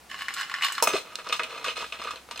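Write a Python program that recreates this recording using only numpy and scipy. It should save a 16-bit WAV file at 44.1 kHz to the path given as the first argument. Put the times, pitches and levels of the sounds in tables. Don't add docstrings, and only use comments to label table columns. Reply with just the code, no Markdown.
import sys
import numpy as np
from scipy import signal
from scipy.fft import rfft, irfft, next_fast_len
from scipy.io import wavfile

SR = 44100
rng = np.random.default_rng(int(sys.argv[2]) if len(sys.argv) > 2 else 0)


def unload_audio(sound):
    columns = np.transpose(np.atleast_2d(sound))
    steps = np.round(np.clip(columns, -1, 1) * 32767)
    wavfile.write(sys.argv[1], SR, steps.astype(np.int16))


def field_ratio(decibels):
    return 10 ** (np.asarray(decibels, dtype=float) / 20)


N = 105840

# frequency_hz, level_db
AIR_SPECTRUM = [(24, -14), (40, -14.5), (245, -4.5), (316, -6.5), (485, -7.5), (823, -5), (10800, -19.5),
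                (15300, -26.5), (16500, -28)]
# time_s, gain_db
HUM_WAVER = [(0, 13.5), (.9, -6), (1.8, 12)]
AIR_DB, HUM_HZ, HUM_DB = -53, 65, -75.5

# frequency_hz, bandwidth_hz, level_db
HELD_MODES = [(1110, 60, 2), (1420, 80, -2), (1700, 200, 0), (2080, 90, -2), (2910, 90, 0), (3480, 60, -6),
              (4210, 130, -7), (5210, 80, -7), (6670, 90, -14), (7990, 140, -14)]
# frequency_hz, bandwidth_hz, level_db
FLOOR_MODES = [(474, 55, -6), (655, 50, -6), (960, 60, -7), (1230, 70, 2), (1670, 90, -4), (2140, 55, -1),
               (2540, 50, -2), (2890, 120, -4), (3600, 70, -6), (4130, 110, -5), (5260, 140, -9),
               (6450, 120, -15), (8170, 250, -16)]
# frequency_hz, level_db
HELD_CRACK = [(240, -101), (400, -86), (609, -14), (1080, -1), (2840, 0.5), (5220, -12.5), (6290, -15),
              (15000, -24.5), (16500, -77)]
# frequency_hz, level_db
FLOOR_CRACK = [(88, -47), (150, -11), (469, 0), (830, -7), (934, -6.5), (2810, 3.5), (4600, -4.5),
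               (15000, -25.5), (16500, -37)]
# frequency_hz, t60_s
CRACK_DECAY = [(500, 0.097), (3000, 0.11), (12000, 0.067)]
HELD_CUT_HZ, FLOOR_CUT_HZ = 680, 310
MODE_SPREAD_DB, MODE_SPLIT, MODE_RISE_S = 4.5, 0.01, 0.00022
CRACK_DB, TICK_DB, TICK_S = -3, 5.5, 0.0025
SOFT_DB, SPOT_BAND_DB = -0.23, 5

# start_s, length_s, level_db, tilt_db_per_octave
SHOVES = [(0.091, 0.14, -46, 1.5), (0.174, 0.13, -43, 2), (0.279, 0.12, -44.5, 1), (0.359, 0.11, -34, 1),
          (0.44, 0.17, -46.5, -0.5), (0.516, 0.4, -45.5, -0.5), (0.614, 0.083, -29.5, 2),
          (0.685, 0.19, -41.5, 0), (0.84, 0.032, -35.5, -3), (0.874, 0.065, -31, -3),
          (0.922, 0.11, -36.5, 4), (1.008, 0.23, -49, -3), (1.179, 0.06, -46, -2.8),
          (1.235, 0.15, -46, -1.9), (1.315, 0.094, -41.5, 4.5), (1.388, 0.11, -40.5, -2.4),
          (1.47, 0.26, -42.5, -1.3), (1.648, 0.1, -36.5, 0.4), (1.752, 0.13, -38, 1.6),
          (1.848, 0.099, -52.5, 5), (1.918, 0.073, -43, -0.8), (1.983, 0.13, -42, -1), (2.06, 0.17, -49, 0),
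          (2.305, 0.11, -50.5, 0), (2.354, 0.33, -51, -3.5)]
# start_s, peak_db, contact_hz, tilt_db_per_octave
HELD_KNOCKS = [(0.114, -23.5, 1900, -0.61), (0.143, -23, 1920, -0.47), (0.19, -30.5, 1820, 5),
               (0.22, -20, 2020, 3), (0.2831, -16, 2080, 0), (0.306, -22.5, 2020, -2),
               (0.399, -23, 1620, -5), (0.411, -19, 1520, 4), (0.497, -24.5, 1920, 1),
               (0.514, -22, 1140, -1.1), (0.54, -15.5, 2140, -1), (0.55, -22, 1900, -0.5),
               (0.561, -28, 2800, 1), (0.585, -24, 2100, 1), (0.622, -13, 2340, 0.5),
               (0.647, -14.5, 1170, 5), (0.684, -19, 1420, 2), (0.701, -21.5, 1320, 1),
               (0.78, -16.5, 1300, -1), (0.8, -22, 1130, -2.5)]
# start_s, peak_db, contact_hz, tilt_db_per_octave, clatter_s
FLOOR_KNOCKS = [(0.8243, -11.5, 796, -3.5, 0.017), (0.8725, -8, 740, -7, 0.0031),
                (0.938, -27, 420, 0.5, 0.016), (0.955, -23, 630, -5, 0.022), (1.187, -27, 1590, 0, 0.012),
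                (1.27, -25.5, 1290, -1, 0.0091), (1.325, -12, 1090, 1.9, 0.018),
                (1.395, -14.5, 1810, -2, 0.0059), (1.433, -20, 2600, 6, 0.0094),
                (1.578, -26.5, 1240, 0.5, 0.0047), (1.643, -20.5, 1400, 2.2, 0.025),
                (1.806, -23.5, 1240, -3, 0.0068), (1.9235, -20, 2820, 0, 0.015),
                (1.9975, -30.5, 2400, -7, 0.0037), (2.072, -22.5, 1350, -1, 0.027),
                (2.107, -21.5, 1370, 1.5, 0.012), (2.158, -28.5, 3580, -0.5, 0.011),
                (2.288, -32.5, 2130, -3, 0.0083), (2.311, -22, 1000, 1.2, 0.0097),
                (2.375, -27.5, 2900, 5, 0.0062)]
# start_s, peak_db, contact_hz, tilt_db_per_octave, clatter_s
SNAPS = [
    (.339, -21.5, 8100, 8, 0.0092),
    (.7225, -24, 8000, 10, 0.02),
    (.8243, -9, 5830, 16, 0.0093),
    (.838, -14, 5370, 22, 0.0093),
    (.8735, -16, 7100, 15, 0.022),
    (1.1553, -16.5, 3840, 6.5, 0.00034),
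    (.935, -18, 322, -2.5, 0.032),
]
# start_s, peak_db, contact_hz, tilt_db_per_octave
TICKS = [(0.098, -38, 1880, 5), (0.208, -22, 2600, -4.5), (0.375, -34, 1700, -2), (0.386, -27, 1630, 0),
         (0.61, -20, 1670, -2), (.632, -17.5, 2930, -2), (.66, -45, 1700, -7), (.72, -21.5, 1780, 1),
         (0.731, -35, 3500, -1), (.751, -26, 4340, 2), (.889, -16, 3100, 6.5), (1.244, -36, 1530, 4),
         (1.265, -31, 1230, -11), (1.289, -26, 5070, 5.5), (1.296, -21.5, 2860, -2), (1.304, -25, 2000, -1),
         (1.344, -35, 2930, 0), (1.403, -22, 1740, -4.5), (1.413, -30, 1890, -11), (1.422, -31, 1660, -6),
         (1.441, -23.5, 2190, 2), (1.506, -31.5, 1700, -1), (1.661, -23, 1200, 0), (1.672, -23, 2320, -3),
         (1.682, -17.5, 2920, -0.5), (1.694, -23, 2730, 0), (1.707, -24, 2910, 3), (1.767, -26, 1200, -1.5),
         (1.779, -27.5, 4070, -5.5), (1.789, -26, 3900, 0.5), (1.824, -25.5, 1190, -5.5),
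         (1.843, -26, 1630, -4.5), (1.864, -38, 3530, -3), (2.016, -26.5, 1250, 1), (2.038, -29.5, 2570, 5),
         (2.047, -26.5, 1180, 1.5), (2.054, -28, 2800, -6), (2.123, -34.5, 1360, -1),
         (2.135, -34, 4100, -7), (2.184, -40.5, 1260, -2), (2.359, -29.5, 4230, -1.5),
         (2.393, -23, 3900, -1)]
SET_DOWN_S, SHOVE_LEAN = 0.81, 0.54
HELD_CLATTER_S, TICK_CLATTER_S, SWELL_S = 0.007, 0.0068, 0.0006
DAMP = 14.7
CLICKS_PER_S, CLICK_SPREAD_DB, RAREST = 1000, 1, 0.12
BLOW_DB, CONTACT_DB, CONTACT_OCTAVES = 10.5, 7.5, 0.45

# frequency_hz, level_db
SIDE_SPECTRUM = [(300, -4.5), (1000, -34), (2500, -18.5), (5000, -3.5), (12000, 2)]
LEAD_SAMPLES = 0.33
# frequency_hz, t60_s
ROOM_DECAY = [(200, 0.25), (1500, 0.19), (6000, 0.36), (15000, 0.36)]
ROOM_DB = -9.5

# start_s, frequency_hz, level_db, t60_s
RIM_RINGS = [
    (.8243, 900, -13.5, 0.031),
    (0.827, 5300, -25, 0.032),
    (0.828, 10600, -20, 0.042),
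    (0.836, 5380, -25, 0.084),
    (.873, 786, -26, 0.049),
    (.876, 6200, -32, 0.19),
    (0.938, 398, -23, 0.091),
    (.946, 471, -22.5, 0.055),
    (.954, 640, -22, 0.058),
    (0.964, 4080, -34.5, 0.14),
]
RIM_RISE_S, EDGE_HZ = 0.00057, 16100


def evened(x):
    return x / np.sqrt(np.mean(x ** 2) + 1e-20)


def read(points, hz):
    f, value = np.transpose(points)
    return np.interp(np.log(hz + 1), np.log(f + 1), value)


def add(mix, start_s, sound):
    part = mix[round(start_s * SR):][:len(sound)]
    part += sound[:len(part)]


def coloured(x, db_of):
    length = x.shape[-1]
    size = next_fast_len(length + 2048) * 2
    cepstrum = irfft(db_of(np.fft.rfftfreq(size, 1 / SR)) * np.log(10) / 20, size)
    cepstrum[1:size // 2] *= 2
    response = np.exp(rfft(cepstrum[:size // 2], size))
    return irfft(rfft(x, size) * response, size)[..., :length]


def fading(x, decay):
    hz, t, z = signal.stft(x, SR, nperseg=64)
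    z = z * field_ratio(-60 * t / read(decay, hz)[:, None])
    return signal.istft(z, SR, nperseg=64)[1][..., :x.shape[-1]]


def kitchen():
    shared, left, right = rng.standard_normal((3, N))
    noise = np.array([shared + 0.6 * left, shared + 0.6 * right])
    air = evened(coloured(noise, lambda f: read(AIR_SPECTRUM, f)))
    t = np.arange(N) / SR
    hum_level = field_ratio(HUM_DB + np.interp(t, *np.transpose(HUM_WAVER)))
    return field_ratio(AIR_DB) * air + hum_level * np.sin(2 * np.pi * HUM_HZ * t)


def bowl(modes, crack, cut_hz, count=8):
    hz, width, db = np.transpose(modes)[:, :, None, None]
    t = np.arange(4000) / SR
    strength, detune, phase = rng.standard_normal((3, len(modes), 2 * count, 1))
    decay = field_ratio(db + MODE_SPREAD_DB * strength) * width * np.exp(-np.pi * width * t)
    tones = np.sin(2 * np.pi * hz * (1 + MODE_SPLIT * detune) * t + 3 * phase)
    ring = (decay * tones).sum(0) * (1 - np.exp(-t / MODE_RISE_S))
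    ring = ring[:count] + ring[count:]

    crack_noise, tick_noise = rng.standard_normal((2, count, len(t)))
    tick = field_ratio(TICK_DB) * tick_noise * np.exp(-t / TICK_S)
    snap = coloured(fading(crack_noise, CRACK_DECAY) + tick, lambda f: read(crack, f))
    spots = evened(ring) + field_ratio(CRACK_DB) * evened(snap)

    band_hz = rng.permutation(np.geomspace(1000, 6000, count))

    def spot_gain_db(f, k):
        softness = k * SOFT_DB * np.log2(1 + f / 3000)
        own_band = SPOT_BAND_DB * np.exp(-np.log2((f + 1) / band_hz[k]) ** 2 * 4)
        low_cut = 10 * np.log10(1 + (cut_hz / (f + 20)) ** 6)
        return softness + own_band - low_cut

    return np.array([coloured(s, lambda f: spot_gain_db(f, k)) for k, s in enumerate(spots)])


def pellets(spots, luck, shape, tilt_db, contact_hz=None):
    when, size, spot = luck[:, :len(shape)]
    force = np.minimum(1, size + RAREST) ** (-CLICK_SPREAD_DB * np.log(10) / 20)
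    clicks = (when < CLICKS_PER_S / SR) * force * shape
    where = ((size + spot) / 2 * len(spots)).astype(int)
    if contact_hz:
        clicks = np.minimum(clicks, shape * 2)
        clicks[0] = field_ratio(BLOW_DB)
        where[0] = where[0] % 4
    trains = clicks * (where == np.arange(len(spots))[:, None])
    sound = signal.fftconvolve(trains, spots, axes=1).sum(0)

    def gain_db(f):
        tilt = tilt_db * np.log2((f + 200) / 2000)
        if not contact_hz:
            return tilt
        octaves = np.log2((f + 1) / contact_hz)
        return tilt + CONTACT_DB * np.exp(-(octaves / CONTACT_OCTAVES) ** 2)

    return coloured(sound, gain_db)


def shoves(held, down):
    out, t = np.zeros(N), np.arange(9000) / SR
    for start_s, length_s, db, tilt_db in SHOVES:
        arch = np.sin(np.pi * np.clip(t / length_s, 0, 1) ** SHOVE_LEAN)
        spots = held if start_s < SET_DOWN_S else down
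        sound = pellets(spots, rng.random((3, len(t))), arch, tilt_db)
        add(out, start_s, field_ratio(db) * evened(sound) * np.sqrt(length_s * SR / len(sound)))
    return out


def knocks(held, down):
    out, t = np.zeros(N), np.arange(2500) / SR
    rows = [(*row, HELD_CLATTER_S) for row in HELD_KNOCKS] + list(FLOOR_KNOCKS) + list(SNAPS)
    rows += [(*row, TICK_CLATTER_S) for row in TICKS]
    for start_s, db, contact_hz, tilt_db, clatter_s in rows:
        clatter_s = max(clatter_s, 1e-4)
        spots = held if start_s < SET_DOWN_S else down
        sound = pellets(spots, rng.random((3, len(t))), np.exp(-t / clatter_s), tilt_db, contact_hz)
        age = np.arange(len(sound)) / SR
        sound = sound * np.exp(-age / (DAMP * clatter_s))
        sound = sound * np.minimum(1, age / min(SWELL_S, clatter_s))
        add(out, start_s, field_ratio(db) * sound / abs(sound).max())
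    return out


def kibble():
    held = bowl(HELD_MODES, HELD_CRACK, HELD_CUT_HZ)
    down = bowl(FLOOR_MODES, FLOOR_CRACK, FLOOR_CUT_HZ)
    return shoves(held, down) + knocks(held, down)


def scatter(x, count=14):
    turn = np.arange(N) / SR * np.pi * 3
    windows = np.cos(turn + np.pi * np.arange(count)[:, None] / count) ** 40
    taps = rng.standard_normal((count, 300)) * np.exp(-np.arange(300) / 50)
    return evened(signal.fftconvolve(x * windows, taps, axes=1).sum(0)[:N]) * np.std(x)


def room(x):
    taps = np.zeros((2, SR // 2))
    slots = np.arange(200, SR // 2 - 20, 20)
    at = slots + rng.integers(0, 20, (2, len(slots)))
    np.put_along_axis(taps, at, rng.choice([-1., 1.], at.shape), 1)
    tail = fading(taps, ROOM_DECAY)
    return signal.fftconvolve(x[None], tail / np.linalg.norm(tail[0]), axes=1)[:, :N]


def rim():
    out, t = np.zeros(N), np.arange(6000) / SR
    for start_s, hz, db, t60_s in RIM_RINGS:
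        split, turn = rng.random(2)
        partner_hz = hz * (1 + MODE_SPLIT * (0.5 + split))
        pair = np.sin(2 * np.pi * hz * t) + 0.5 * np.sin(2 * np.pi * (partner_hz * t + turn))
        add(out, start_s, field_ratio(db - 60 * t / t60_s) * (1 - np.exp(-t / RIM_RISE_S)) * pair)
    return out


def scene():
    air = kitchen()
    near = kibble()
    side = coloured(scatter(near), lambda f: read(SIDE_SPECTRUM, f))
    side = side + LEAD_SAMPLES / 2 * np.gradient(near)
    near = near + rim()
    return near + np.array([side, -side]) + field_ratio(ROOM_DB) * room(near) + air


def band_limit(x):
    return signal.sosfilt(signal.butter(12, 16670, fs=SR, output="sos"), x)


def record(dry):
    edge = signal.firwin(301, EDGE_HZ, window=("kaiser", 8), fs=SR)
    mix = signal.oaconvolve(dry, edge[None], "same")
    return band_limit(mix)


dry = scene()
out = record(dry)
unload_audio(out)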